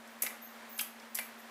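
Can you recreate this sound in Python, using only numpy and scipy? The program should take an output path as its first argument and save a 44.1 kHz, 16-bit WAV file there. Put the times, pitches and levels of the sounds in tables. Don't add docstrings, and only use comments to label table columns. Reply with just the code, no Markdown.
import sys
import numpy as np
from scipy import signal
from scipy.fft import rfft, irfft
from scipy.io import wavfile

SR = 44100
rng = np.random.default_rng(int(sys.argv[2]) if len(sys.argv) > 2 else 0)


def wrap_up_sound(samples):
    columns = np.atleast_2d(samples).T
    tamed = np.clip(columns, -1, 1)
    steps = np.round(tamed * 32767).astype(np.int16)
    wavfile.write(sys.argv[1], SR, steps)


def gain_from_db(level_db):
    decades = np.asarray(level_db, float) / 20
    return 10 ** decades


N = 66150


def at_hz(points, hz):
    table_hz, table_db = np.transpose(points)
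    return np.interp(np.log(hz), np.log(table_hz), table_db)


def rms_one(x):
    return x / np.sqrt(np.mean(x ** 2) + 1e-20)


def colour(x, db_at):
    hz = np.maximum(np.fft.rfftfreq(len(x), 1 / SR), 10)
    return irfft(rfft(x) * gain_from_db(db_at(hz)), len(x))


def drift(rate_hz):
    r = np.exp(-2 * np.pi * rate_hz / SR)
    wander = signal.lfilter([1], [1, -2 * r, r * r], rng.standard_normal(N + SR))
    return rms_one(wander[SR:])


def envelope(start_s, attack_s, hold_s, t60_s):
    t = np.arange(N) / SR - start_s
    swell = np.clip(t / max(attack_s, 1e-4), 0, 1) ** 2
    return swell * gain_from_db(-60 * np.maximum(t - attack_s - hold_s, 0) / t60_s)


def ring(force, hz, t60_s):
    r = gain_from_db(-60 / (t60_s * SR))
    w = 2 * np.pi * hz / SR
    return signal.lfilter([0, np.sin(w)], [1, -2 * r * np.cos(w), r * r], force + 1e-18)


def chatter(start_s, swell_s, noise):
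    force = envelope(start_s, swell_s, 0, swell_s + .003) * noise
    return force / np.sqrt(np.sum(force ** 2) + 1e-20)


# start in seconds, level in dB, swell in seconds, centre in Hz.
TICKS = [(0.0738, -50, 0.0011, 7300), (0.2191, -27.5, .002, 12000), (0.2205, -23, 0.0025, 11000),
         (0.2217, -41, 0.0037, 6320), (0.234, -31.5, 0.00045, 10000), (0.263, -36.5, .0004, 12000),
         (.269, -40, 0.00091, 12000), (0.581, -66, .001, 11300), (0.7774, -40.5, 0.00076, 11000),
         (.7855, -34.5, 0.0036, 9600), (0.791, -32.5, 0.00061, 12900), (0.8, -41, .0004, 12000),
         (.809, -26, 0.0011, 11700), (0.812, -34, 0.0029, 11800), (1.0005, -59, .0004, 9100),
         (1.053, -59, 0.0009, 11000), (1.1464, -33, 0.00086, 10700), (1.151, -34, 0.00084, 11700),
         (1.1509, -31, 0.00054, 6400), (1.153, -35.5, 0.0012, 12000), (1.172, -38.5, 0.00092, 12000),
         (1.187, -34, 0.00035, 12300), (1.192, -34.5, .001, 11800), (1.3977, -53.5, 0.00086, 8500)]
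# pitch in Hz, level in dB, time to fall 60 dB in seconds.
STEEL_MODES = [(5860, -18, .02), (6630, -12, .04), (7080, -14, .025), (7930, -11, .07), (8720, -18, .04),
               (9850, -15, .04), (10330, -10, .04), (10800, -8, .04), (11390, -9, .05), (12120, -11, .05),
               (12750, -10, .05), (13100, -13, .04), (14150, -15, .04), (15300, -19, .03)]
# frequency in Hz, level in dB per Hz.
CRACK_SPECTRUM = [(1500, -35), (3000, -12), (6400, -5), (9000, -10), (10800, -2), (13000, -2.5),
                  (15000, -11), (16500, -2.5)]


def ticks():
    crack_db, crack_t60_s = 1.5, 0.033
    steel_db, strike_spread_db = -7, 5.5
    focus_db = 9.5
    crack_noise, contact_noise = rng.standard_normal((2, N))
    spread = rng.standard_normal((len(TICKS), len(STEEL_MODES)))
    lowest_hz = CRACK_SPECTRUM[0][0]

    def crack_shape(hz):
        bass_loss_db = 20 * np.maximum(np.log2(lowest_hz / hz), 0)
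        return at_hz(CRACK_SPECTRUM, hz) - bass_loss_db

    crack = rms_one(colour(crack_noise, crack_shape))
    out = np.zeros(N)
    forces = []
    for start_s, db, swell_s, centre_hz in TICKS:
        focused = colour(crack, lambda hz: -focus_db * np.log2(hz / centre_hz) ** 2)
        out += gain_from_db(db + crack_db) * envelope(start_s, swell_s, 0, crack_t60_s) * focused
        forces.append(gain_from_db(db) * chatter(start_s, swell_s, contact_noise))
    forces = np.array(forces)
    centres_hz = np.array(TICKS)[:, 3]
    for k, (hz, db, t60_s) in enumerate(STEEL_MODES):
        near_db = -focus_db * np.log2(hz / centres_hz) ** 2
        strike = gain_from_db(db + steel_db + near_db + strike_spread_db * spread[:, k])
        out += ring(strike @ forces, hz, t60_s)
    return out


# start in seconds, level in dB, centre in Hz, breadth in octaves.
KNOCKS = [(0.2243, -41, 2040, 0.67), (0.2337, -39, 1800, 0.78), (0.2369, -36, 460, 1),
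          (.2420, -49, 3200, .6), (.2492, -42, 1800, 0.55), (.2570, -46, 2000, .6),
          (0.2646, -34, 2190, 0.58), (.2650, -38, 4130, 0.55), (0.269, -34.5, 2120, 0.41),
          (0.269, -40, 4250, 0.36), (0.792, -28, 3120, 0.47), (0.7925, -37, 4450, 0.22),
          (.7928, -32.5, 1530, .35), (0.7958, -31, 2800, 0.21), (0.803, -32.5, 3060, 0.17),
          (.8000, -41.5, 1050, .5), (.8125, -39, 1200, .8), (0.9989, -51, 4900, 0.34),
          (1.1570, -44.5, 1810, 0.56), (1.1640, -52, 3000, .7), (1.1721, -41, 1770, .3),
          (1.1745, -46, 3500, 0.44), (1.1800, -48, 3200, 0.65), (1.1872, -31.5, 2300, 0.87),
          (1.1881, -33, 803, 0.47), (1.1923, -33, 2200, 0.25), (1.1955, -35, 860, 0.63)]
# pitch in Hz, level in dB, time to fall 60 dB in seconds.
BOWL_MODES = [(560, -9, .04), (860, -8, .04), (990, -8, .04), (1260, -9, .03), (1570, -6, .025),
              (1980, -4, .09), (2120, -1, .13), (2335, -3, .13), (2700, -5, .05), (2885, -6, .13),
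              (3130, -2, .02), (3590, -6, .03), (4300, -7, .015), (4900, -8, .015)]


def knocks():
    bowl_db = -7.5
    puff_db, puff_attack_s, puff_hold_s, puff_t60_s = 10, .0003, .0008, 0.016
    noise = rng.standard_normal(N)
    out = np.zeros(N)
    starts_s, levels_db, centres_hz, breadths = np.transpose(KNOCKS)
    forces = np.zeros((len(KNOCKS), N))
    forces[np.arange(len(KNOCKS)), (starts_s * SR).astype(int)] = 1
    signs = rng.choice([-1, 1], (len(KNOCKS), len(BOWL_MODES)))
    for k, (hz, db, t60_s) in enumerate(BOWL_MODES):
        near_db = -10 * (np.log2(hz / centres_hz) / breadths) ** 2
        strike = signs[:, k] * gain_from_db(db + bowl_db + levels_db + near_db)
        out += ring(strike @ forces, hz, t60_s)
    for start_s, db, hz, octaves in KNOCKS:
        edges_hz = [hz / 2 ** octaves, min(hz * 2 ** octaves, SR / 2.5)]
        band = signal.butter(2, edges_hz, "band", fs=SR, output="sos")
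        puff = noise * envelope(start_s, puff_attack_s, puff_hold_s, puff_t60_s)
        out += gain_from_db(db + puff_db) * signal.sosfilt(band, puff)
    return out


# start in seconds, hold in seconds,
# then the levels in dB of the mid, the high and the low squeal.
RUBS = [
    (0.097, 0.044, -73, -73, -99),
    (0.185, .02, -67, -67, -99),
    (0.413, 0.029, -54, -59, -69),
    (0.459, 0.026, -63, -70, -70),
    (0.54, 0.019, -79, -76, -87),
    (0.688, 0.027, -62, -53, -83),
    (0.723, 0.12, -55, -64, -66),
    (1.09, .041, -79, -69, -91),
    (1.22, 0.025, -57, -62, -67),
    (1.378, 0.039, -65, -77, -91),
]
# pitch in Hz, width in Hz, level in dB.
MID_SQUEAL = [(12400, 170, 0), (13200, 130, -11), (14420, 130, -11)]
HIGH_SQUEAL = [(14930, 170, -2), (15280, 300, -3)]
LOW_SQUEAL = [(6390, 140, 0), (6920, 90, -6)]


def squeals():
    attack_s, t60_s = .005, .22
    flutter_db, flutter_hz = 1.5, 40
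    out = np.zeros(N)
    shapes = np.array([envelope(start_s, attack_s, hold_s, t60_s) for start_s, hold_s, *_ in RUBS])
    for k, lines in enumerate([MID_SQUEAL, HIGH_SQUEAL, LOW_SQUEAL]):
        tone = np.zeros(N)
        for hz, width_hz, db in lines:
            once = ring(rng.standard_normal(N), hz, 2 / width_hz)
            tone += gain_from_db(db) * rms_one(ring(once, hz, 2 / width_hz))
        loudness = gain_from_db(np.array(RUBS)[:, 2 + k]) @ shapes
        out += tone * loudness * gain_from_db(flutter_db * drift(flutter_hz))
    return out


def room(x):
    level_db, delay_s = -5.5, 0.0028
    low_t60_s, treble_t60_s = 0.31, 0.3
    t = np.arange(SR // 2) / SR
    noise = rng.standard_normal(len(t))
    low = signal.sosfilt(signal.butter(2, 4000, fs=SR, output="sos"), noise)
    tail = low * gain_from_db(-60 * t / low_t60_s) + (noise - low) * gain_from_db(-60 * t / treble_t60_s)
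    tail *= np.clip(t / delay_s - .5, 0, 1)
    tail /= np.sqrt(np.sum(tail ** 2))
    return gain_from_db(level_db) * signal.fftconvolve(x, tail)[:N]


# steps of the beat above the main tone, level in dB rms, lead in cycles.
HUM = [(-1, -80.5, -.25), (0, -59.9, 0), (1, -66.9, 0), (2, -75, .25)]


def hum():
    main_hz, beat_hz, beat_peak_s = 227.49, 12.45, .012
    t = np.arange(N) / SR - beat_peak_s
    out = np.zeros(N)
    for steps, db, lead in HUM:
        cycles = (main_hz + beat_hz * steps) * t + lead
        out += np.sqrt(2) * gain_from_db(db) * np.cos(2 * np.pi * cycles)
    return out


# frequency in Hz, level in dB per Hz.
RUSH_SPECTRUM = [(195, -16.5), (290, -9.5), (600, -0.2), (1900, -2), (2700, -8.5), (4500, -14),
                 (8000, -18.5), (16000, -23)]


def rush():
    level_db, patchy_db, patchy_hz = -53, 0.95, 3.3
    bass_slope_db = 4
    lowest_hz = RUSH_SPECTRUM[0][0]

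    def rush_shape(hz):
        return at_hz(RUSH_SPECTRUM, hz) + bass_slope_db * np.minimum(np.log2(hz / lowest_hz), 0)

    air = rms_one(colour(rng.standard_normal(N), rush_shape))
    return gain_from_db(level_db + patchy_db * drift(patchy_hz)) * air


def scene():
    bass_cut = signal.butter(4, 140, "high", fs=SR, output="sos")
    near = signal.sosfilt(bass_cut, ticks() + knocks())
    mix = near + room(near) + squeals() + hum() + rush()
    return mix[None]


def band_limit(x):
    return signal.sosfilt(signal.butter(12, 16490, fs=SR, output="sos"), x)


def record(dry):
    top_cut = signal.cheby2(14, 45, 15900, fs=SR, output="sos")
    mix = signal.sosfilt(top_cut, dry)
    return band_limit(mix)


dry = scene()
out = record(dry)
wrap_up_sound(out)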